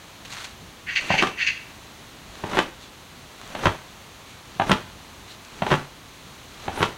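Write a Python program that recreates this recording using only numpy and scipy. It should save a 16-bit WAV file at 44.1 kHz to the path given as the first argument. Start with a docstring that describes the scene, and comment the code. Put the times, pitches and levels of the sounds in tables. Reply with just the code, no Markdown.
"""A blanket is shaken out on a porch about once a second, while a magpie gives three harsh double calls.
In each shake the cloth is drawn up with a rustle, pops taut twice, then turns over with a rush and a
thump as the hem cracks. Pops and cracks are coloured bursts with fading ripples, in a resonant porch;
rustle and rush are shaped noise. The magpie is uneven pulses and rasp through a throat filter, with
an echo from a far wall. Underneath lies the quiet rumble and hiss of a yard, made of filtered noise."""
import sys
import numpy as np
from scipy import signal
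from scipy.fft import rfft, irfft
from scipy.io import wavfile
from scipy.ndimage import uniform_filter1d

SR = 44100
rng = np.random.default_rng(int(sys.argv[2]) if len(sys.argv) > 2 else 0)


def pcm_store(signal):
    """Save signal as 16-bit PCM."""
    levels = np.round(np.clip(np.atleast_2d(signal), -1, 1) * 32767)
    wavfile.write(sys.argv[1], SR, levels.astype(np.int16).T)


N = 307377
T = np.arange(N) / SR  # time [s]
HZ = np.maximum(np.fft.rfftfreq(8192, 1 / SR), 1)  # frequency grid of the colour filters [Hz]

# one row per shake of the blanket: (tug time [s], drawing rustle [dB], tug level [dB], tug bass [dB],
# tug brightness [dB], turn-over time [s], air rush [dB], thump relative to its cracks [dB], thump pitch [Hz])
SHAKES = [(1.104, -38.5, -12.5, -3.5, -10, 1.232, -32, -9, 125),
          (2.438, -45, -20, 2.5, -1, 2.578, -29, -20, 280), (3.551, -44, -23, -7, 11, 3.66, -30, -4, 115),
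          (4.598, -51, -11, -9, -2, 4.7, -30.5, -3, 179),
          (5.621, -46.5, -13.5, -2.5, 4, 5.726, -28.5, -1.5, 138),
          (6.680, -44, -18.5, -0.5, 3.5, 6.84, -31, -2.5, 135)]


def undb(db):
    """Decibels to gain."""
    return 10 ** (np.asarray(db) / 20)


def unit(x):
    """Scale to rms 1."""
    return x / np.sqrt(np.mean(x ** 2))


def convolve(x, response):
    """Pass a sound through a response, keeping its length."""
    return signal.fftconvolve(x, response)[:len(x)]


def spectrum(points):
    """Join (frequency [Hz], level [dB]) points on a log-frequency axis."""
    hz, db = np.transpose(points)
    return np.interp(np.log(HZ), np.log(hz), db)


def causal(db):
    """Minimum-phase response with the given gains [dB], made by folding the cepstrum."""
    cepstrum = irfft(db * np.log(10) / 20)
    half = len(cepstrum) // 2
    cepstrum[1:half] *= 2
    cepstrum[half + 1:] = 0
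    return irfft(np.exp(rfft(cepstrum)))


def ring(x, modes):
    """The sound plus its ringing in resonances: (frequency [Hz], width [Hz], level [dB])."""
    ringing = 0
    for hz, width, db in modes:
        ringing = ringing + undb(db) * signal.lfilter(*signal.iirpeak(hz, hz / width, SR), x)
    return x + ringing


def add(out, s, sound):
    """Mix a sound in at time s."""
    i = int(s * SR)
    out[i:i + len(sound)] += sound[:N - i]


def swell(peak, rise, fall, curve):
    """An envelope that rises to 1 at its peak time and falls back; curve bends both slopes."""
    return np.interp(T - peak, [-abs(rise), 0, abs(fall)], [0, 1, 0]) ** abs(curve)


def walk(rate):
    """Random drift with a spread of 1, through new levels at the given rate [per second]."""
    levels = rng.standard_normal(2048)
    return unit(np.interp(T * rate, np.arange(len(levels)), levels))


def fibres(spread_db):
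    """Dense tiny slips: noise whose strength jumps every 16 samples."""
    size = np.repeat(undb(spread_db * rng.exponential(size=N // 16 + 1)), 16)[:N]
    return size * rng.standard_normal(N)


def reverb(x, low_t60, high_t60, delay):
    """Diffuse tail in eight bands, with decay times [s] from low to high and a build-up time [s]."""
    t, response = T[:SR], 0
    edges = np.geomspace(50, 16000, 9)
    for lo, hi, t60 in zip(edges, edges[1:], np.geomspace(low_t60, high_t60, len(edges) - 1)):
        bandpass = signal.butter(2, [lo, hi], "band", fs=SR, output="sos")
        band = signal.sosfilt(bandpass, rng.standard_normal(SR))
        response = response + band * np.exp(-np.log(1000) * t / t60) / np.sqrt(t60)
    response = response * (1 - np.exp(-(t / delay) ** 2))
    return convolve(x, response / np.linalg.norm(response))


def yard():
    """Quiet outdoor air: a fluttering low rumble under a smooth distant hiss."""
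    # colour of the open air: (frequency [Hz], level [dB])
    air_colour = [(15, -34), (25, -13), (45, 0), (105, -0.5), (270, -4), (460, -8.5), (1100, -7.5),
                  (1600, -11), (4100, -12), (5100, -19.5), (6400, -16), (7600, -21.5), (12000, -26.5),
                  (16000, -28.5)]
    air = unit(convolve(rng.standard_normal(N), causal(spectrum(air_colour))))
    rumble = signal.sosfiltfilt(signal.butter(2, 220, fs=SR, output="sos"), air)
    hiss = air - rumble
    rumble_flutter = undb(2.2 * walk(rate=14))
    hiss_drift = undb(.5 * walk(rate=3.0))
    return undb(-44.5) * (rumble * rumble_flutter + hiss * hiss_drift)


def rustle():
    """Folds slide over each other in gritty strokes, each with its own hollow scrape."""
    # cloth rubbing on cloth between shakes: (peak time [s], length [s], level [dB], scrape pitch [Hz])
    rub_strokes = [(.325, .06, -42, 4230), (.39, .32, -36.3, 1270), (2.837, .12, -44, 3500),
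                   (4.318, 0.2, -47.5, 2300), (5.31, 0.12, -44, 3800)]
    # colour of the rubbing cloth: (frequency [Hz], level [dB])
    rub_colour = [(240, -43), (400, -9), (526, -21), (567, -9.5), (1140, -7.5), (1740, -5.5), (3720, -3.5),
                  (4200, -2), (5030, -11), (6420, -7), (15000, -31)]
    # a fold catches and slips free: (peak time [s], level [dB])
    fold_catches = [(.251, -37.5), (.445, -33)]
    # the cloth slides as it is drawn up, just ahead of the tug
    draw_lead_s, draw_rise_s, draw_fall_s, draw_hz = .029, .22, .07, 1100
    catch_rise_s, catch_fall_s, catch_hz = .004, .019, 2650
    rise_share = .48  # part of a rub spent rising

    draws = [(tug_s - draw_lead_s, draw_rise_s, draw_fall_s, db, draw_hz) for tug_s, db, *_ in SHAKES]
    rubs = [(s, length * rise_share, length * (1 - rise_share), db, hz)
            for s, length, db, hz in rub_strokes]
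    catches = [(s, catch_rise_s, catch_fall_s, db, catch_hz) for s, db in fold_catches]
    grit = convolve(fibres(spread_db=3.0), causal(spectrum(rub_colour)))
    strokes = 0
    for s, rise, fall, db, hz in draws + rubs + catches:
        scrape = unit(ring(grit, [(hz, 800, 3)]))
        strokes = strokes + undb(db) * swell(s, rise, fall, curve=1.08) * scrape
    return strokes * undb(1.04 * walk(rate=160))


def calling():
    """Effort, pulse rate and beak opening: two notes a call, the second faster; the beak opens slowly at first."""
    # each call is a swelling note and then a sharp one:
    # (time [s], first note level [dB], its swell [s], beak opening at the start [0-1])
    calls = [(.860, -26.5, .033, 0), (1.083, -19, 0.043, 0.65), (1.369, -21, 0.054, .5)]
    first_length_s, first_hz = .095, 338  # the rates are mid pulse rates, before jitter
    second_after_s, second_attack_s, second_release_s, second_db, second_hz = .0925, .009, .042, -17, 378
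    beak_opens_s = .085  # time from a shut to a wide open beak

    first, second, opening = np.zeros((3, N))
    for s, db, rise, ajar in calls:
        first = first + undb(db) * swell(s + rise, rise, first_length_s - rise, curve=.82)
        second_peak = s + second_after_s + second_attack_s
        second = second + undb(second_db) * swell(second_peak, second_attack_s, second_release_s, curve=.83)
        opening = np.where(T < s, opening, ajar + (1 - ajar) * ((T - s) / beak_opens_s) ** 2)
    rate = np.where(second > first, second_hz, first_hz)
    return first + second, rate, np.clip(opening, 0, 1)


def magpie():
    """Very uneven syrinx pulses and rasp through a throat that brightens as the beak opens."""
    # colour of the throat: (frequency [Hz], level [dB])
    throat_colour = [(650, -75), (1100, -4), (1350, -19), (1550, -5), (1710, -8.5), (1850, -2), (2430, -5),
                     (2630, 1), (3900, -17.5), (4410, -12.5), (4820, -15), (5400, -33), (6280, -23),
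                     (6730, -27), (9000, -39), (11700, -69), (19800, -120)]
    # sharp resonances of the call: (frequency [Hz], width [Hz], level [dB])
    beak_modes = [(1870, 40, -16), (2080, 36, 1), (2280, 57, 5), (2540, 60, -3), (2690, 61, -5),
                  (2740, 46, -5), (4320, 80, -3)]
    effort, rate, opening = calling()
    phase = np.cumsum(rate * np.exp(.3 * walk(rate=140))) / SR
    pulses = np.diff(np.floor(phase), prepend=0)
    # the rasp is strongest just after each pulse
    rasp = unit(rng.standard_normal(N) * np.exp(-(phase % 1) / .68))
    source = (.7 * unit(pulses) + rasp) * effort
    # with the beak shut the throat sounds duller
    throat_db = spectrum(throat_colour)
    wide = ring(causal(throat_db), beak_modes)
    shut = ring(causal(throat_db - 16 / (1 + (2300 / HZ) ** 8)), beak_modes)
    call = 0
    for share, throat in [(opening, wide), (1 - opening, shut)]:
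        call = call + convolve(source * np.sqrt(share), throat / np.linalg.norm(throat))
    # the open beak lets out a high wheeze even at low effort
    wheeze = signal.sosfilt(signal.butter(2, [5900, 6700], "band", fs=SR, output="sos"), rasp)
    call = call + undb(-27.5) * np.sqrt(effort) * opening * unit(wheeze)
    return undb(-2.5) * signal.sosfilt(signal.butter(8, 1450, "high", fs=SR, output="sos"), call)


def outdoors(call):
    """Close scatter, one echo from the far wall and a soft tail from the trees."""
    # the far side of the yard: (echo delay [s], level [dB])
    far_wall = (0.087, -21.5)
    scatter = undb(-8) * reverb(call, low_t60=.087, high_t60=.2, delay=.0044)
    trees = undb(-13) * reverb(call, low_t60=.73, high_t60=.48, delay=.028)
    out = call + scatter + trees
    add(out, far_wall[0], undb(far_wall[1]) * call)
    return out


def swings():
    """Air stirs as the cloth is drawn up, and rushes past it loudest just before it turns over."""
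    # colour of the moving air: (frequency [Hz], level [dB])
    swing_colour = [(35, -2.5), (60, -7.5), (257, -2), (875, -5.5), (3840, -16.5), (5060, -25), (5950, -21),
                    (7160, -27.5), (10600, -33), (15000, -42)]
    stir_db, stir_rise_s, stir_fall_s = 2, .17, .2  # level relative to the drawing rustle
    # the rush builds from about the tug until just before the turn-over, then dies away
    rush_early_s, rush_lead_s, rush_fall_s = .006, .0089, .16

    speed = 0
    for tug_s, draw_db, *_, turn_s, rush_db, _, _ in SHAKES:
        speed = speed + undb(draw_db + stir_db) * swell(tug_s, stir_rise_s, stir_fall_s, curve=1.1)
        rush_rise_s = turn_s - tug_s + rush_early_s
        speed = speed + undb(rush_db) * swell(turn_s - rush_lead_s, rush_rise_s, rush_fall_s, curve=1.27)
    flapping = undb(1.5 * walk(rate=130))
    return speed * flapping * unit(convolve(fibres(spread_db=1.5), causal(spectrum(swing_colour))))


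def snap(colour_db, t60, ripple, crumple, crumple_s):
    """A fold goes taut: a pressure pulse, a few milliseconds of crumpling, then fading ripples."""
    t = T[:len(HZ)]
    burst = rng.standard_normal(len(t)) * t * np.exp(-(t / crumple_s) ** 2)
    fade = rng.standard_normal(len(t)) * np.exp(-np.log(1000) * t / max(t60, .005))
    push = crumple * burst / np.linalg.norm(burst) + ripple * fade / np.linalg.norm(fade)
    push[0] += 1
    # the uneven push is broadband; the cloth gives it its colour
    parts = rfft(push)
    push = irfft(parts / np.sqrt(uniform_filter1d(abs(parts) ** 2, size=48)))
    # start 1 ms in, which the caller makes up for
    sound = convolve(np.roll(push, shift=round(.001 * SR)), causal(colour_db))
    # the energy of 10 ms at rms 1
    return sound * np.sqrt(.01 * SR) / np.linalg.norm(sound)


def thump(hz, cycles):
    """Air shoved aside by the cloth: a swing or two of pressure, strongest after the given cycles."""
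    turn = hz * T[:len(HZ)]
    return np.sin(2 * np.pi * turn) * turn / cycles * np.exp(1 - turn / cycles)


def blanket():
    """Tugs and cracks; a wide fold pushes more air, a fast hem sounds brighter."""
    # the hem cracking: (time [s], level [dB], brightness [dB])
    cracks = [(1.2243, -11, 6), (1.233, -15.5, 0), (1.271, -21.5, 12), (2.533, -20.5, -3),
              (2.571, -13.5, -3), (2.581, -13.5, -4), (2.589, -9.5, 5.5), (3.636, -22.5, -11),
              (3.6565, -8.8, -3), (3.669, -11.5, -5), (4.695, -14.5, -9), (4.7095, -12.5, -12),
              (4.716, -7.5, 9), (4.725, -17.5, -4), (5.704, -21, 5), (5.713, -15.5, -5), (5.718, -12.5, -2),
              (5.726, -12.5, -9), (5.740, -14, -4), (6.806, -17.5, -12), (6.818, -19.5, -6),
              (6.828, -9.5, 4.5)]
    # colours of the cloth pulled taut and of the cracking hem: (frequency [Hz], level [dB])
    tug_colour = [(35, -47), (60, -4.5), (142, 1.5), (413, -4.5), (482, -15.5), (551, -3), (839, 1.5),
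                  (1170, -11), (1710, -11), (2180, -18.5), (2600, -16.5), (4140, -25.5), (5170, -50),
                  (6310, -40), (12000, -57), (15600, -82), (22000, -120)]
    crack_colour = [(59, -36), (100, -3.5), (162, 0), (279, -1.5), (367, 1), (443, -5.5), (718, -7),
                    (867, -3.5), (1370, -5), (1630, -6.5), (2230, -11.5), (3320, -13), (4730, -27.5),
                    (6350, -31), (15000, -55.5)]
    # the widest sweeps end in a deep puff of air: (time [s], level [dB])
    puffs = [(3.674, -19), (4.722, -25)]
    # the second corner goes taut after the first, the sooner the harder the tug
    hard_tug_db, corner_lag_s, lag_s_per_db = -11, .0202, .01
    corner_db, corner_bright_db = -4, 3  # relative to the first corner
    # a hard crack pulls the hem straight; a weak one leaves it rippling for longer
    hard_crack_db, ripple_t60_s, ripple_doubling_db = -9, .032, 8
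    thump_db_per_dull_db = .5  # a dull crack comes from a wide fold, which pushes more air
    lead_s = .001  # makes up for the late start of each snap

    out = np.zeros(N)
    bass, treble = 1 / (1 + (HZ / 350) ** 4), 1 / (1 + (2500 / HZ) ** 2)
    for tug_s, _, db, bass_db, bright_db, *_ in SHAKES:
        lag = corner_lag_s + lag_s_per_db * (hard_tug_db - db)
        corners = [(tug_s, db, bright_db), (tug_s + lag, db + corner_db, bright_db + corner_bright_db)]
        for s, pop_db, pop_bright_db in corners:
            colour_db = spectrum(tug_colour) + bass_db * bass + pop_bright_db * treble
            pop = snap(colour_db, t60=.047, ripple=.6, crumple=1.7, crumple_s=.003)
            add(out, s - lead_s, undb(pop_db) * pop)
    for s, db, bright_db in cracks:
        # the shake with the nearest tug sets the thump
        *_, thump_db, thump_hz = min(SHAKES, key=lambda shake: abs(shake[0] - s))
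        t60 = ripple_t60_s * 2 ** ((hard_crack_db - db) / ripple_doubling_db)
        colour_db = spectrum(crack_colour) - 3.1 * bass + bright_db * treble
        crack = snap(colour_db, t60, ripple=1.46, crumple=1.7, crumple_s=.0024)
        add(out, s - lead_s, undb(db) * crack)
        air_db = db + thump_db - thump_db_per_dull_db * bright_db
        add(out, s, undb(air_db) * thump(thump_hz, cycles=.62))
    for s, db in puffs:
        add(out, s, undb(db) * thump(58.3, cycles=.45))
    return undb(-5) * out


def porch(x):
    """Close walls slap back, the recess booms, and a short tail follows."""
    # walls and roof: (delay [s], level [dB])
    slaps = [(.0052, -14), (0.0117, -10), (.021, -14.5)]
    # resonances of the recess: (frequency [Hz], width [Hz], level [dB])
    recess_modes = [(144, 20, -13), (380, 18, -4), (518, 43, -13), (832, 45, -9), (1047, 15, -5.5),
                    (1590, 23, -14)]
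    near = x.copy()
    for delay, db in slaps:
        add(near, delay, undb(db) * x)
    near = ring(near, recess_modes)
    short_tail = undb(-10) * reverb(near, low_t60=.16, high_t60=.2, delay=.0048)
    long_tail = undb(-21) * reverb(near, low_t60=.43, high_t60=.7, delay=.033)
    return near + short_tail + long_tail


def zips():
    """Threads of the weave tick over each other so fast that they make a thin whistle."""
    # the weave zipping over itself: (peak time [s], half length [s], level [dB], pitch [Hz])
    zip_strokes = [(4.698, 0.0093, -37.5, 9050), (6.762, .028, -49, 9000), (6.794, .035, -45, 10300)]
    out = 0
    for s, half, db, hz in zip_strokes:
        threads = signal.lfilter(*signal.iirpeak(hz, 9, SR), rng.standard_normal(N))
        out = out + undb(db) * swell(s, half, half, curve=.98) * unit(threads)
    return out


def scene():
    """Blanket on the porch, magpie and yard."""
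    cloth = porch(blanket()) + swings() + rustle() + zips()
    return (cloth + outdoors(magpie()) + yard())[None]


def record(dry):
    """Round the highest peaks softly towards a ceiling and cut the top of the treble."""
    ceiling, top_hz = .75, 15850
    rounded = dry / (1 + (dry / ceiling) ** 4) ** .25
    return signal.sosfilt(signal.ellip(10, .2, 70, top_hz, fs=SR, output="sos"), rounded)


dry = scene()
out = record(dry)
pcm_store(out)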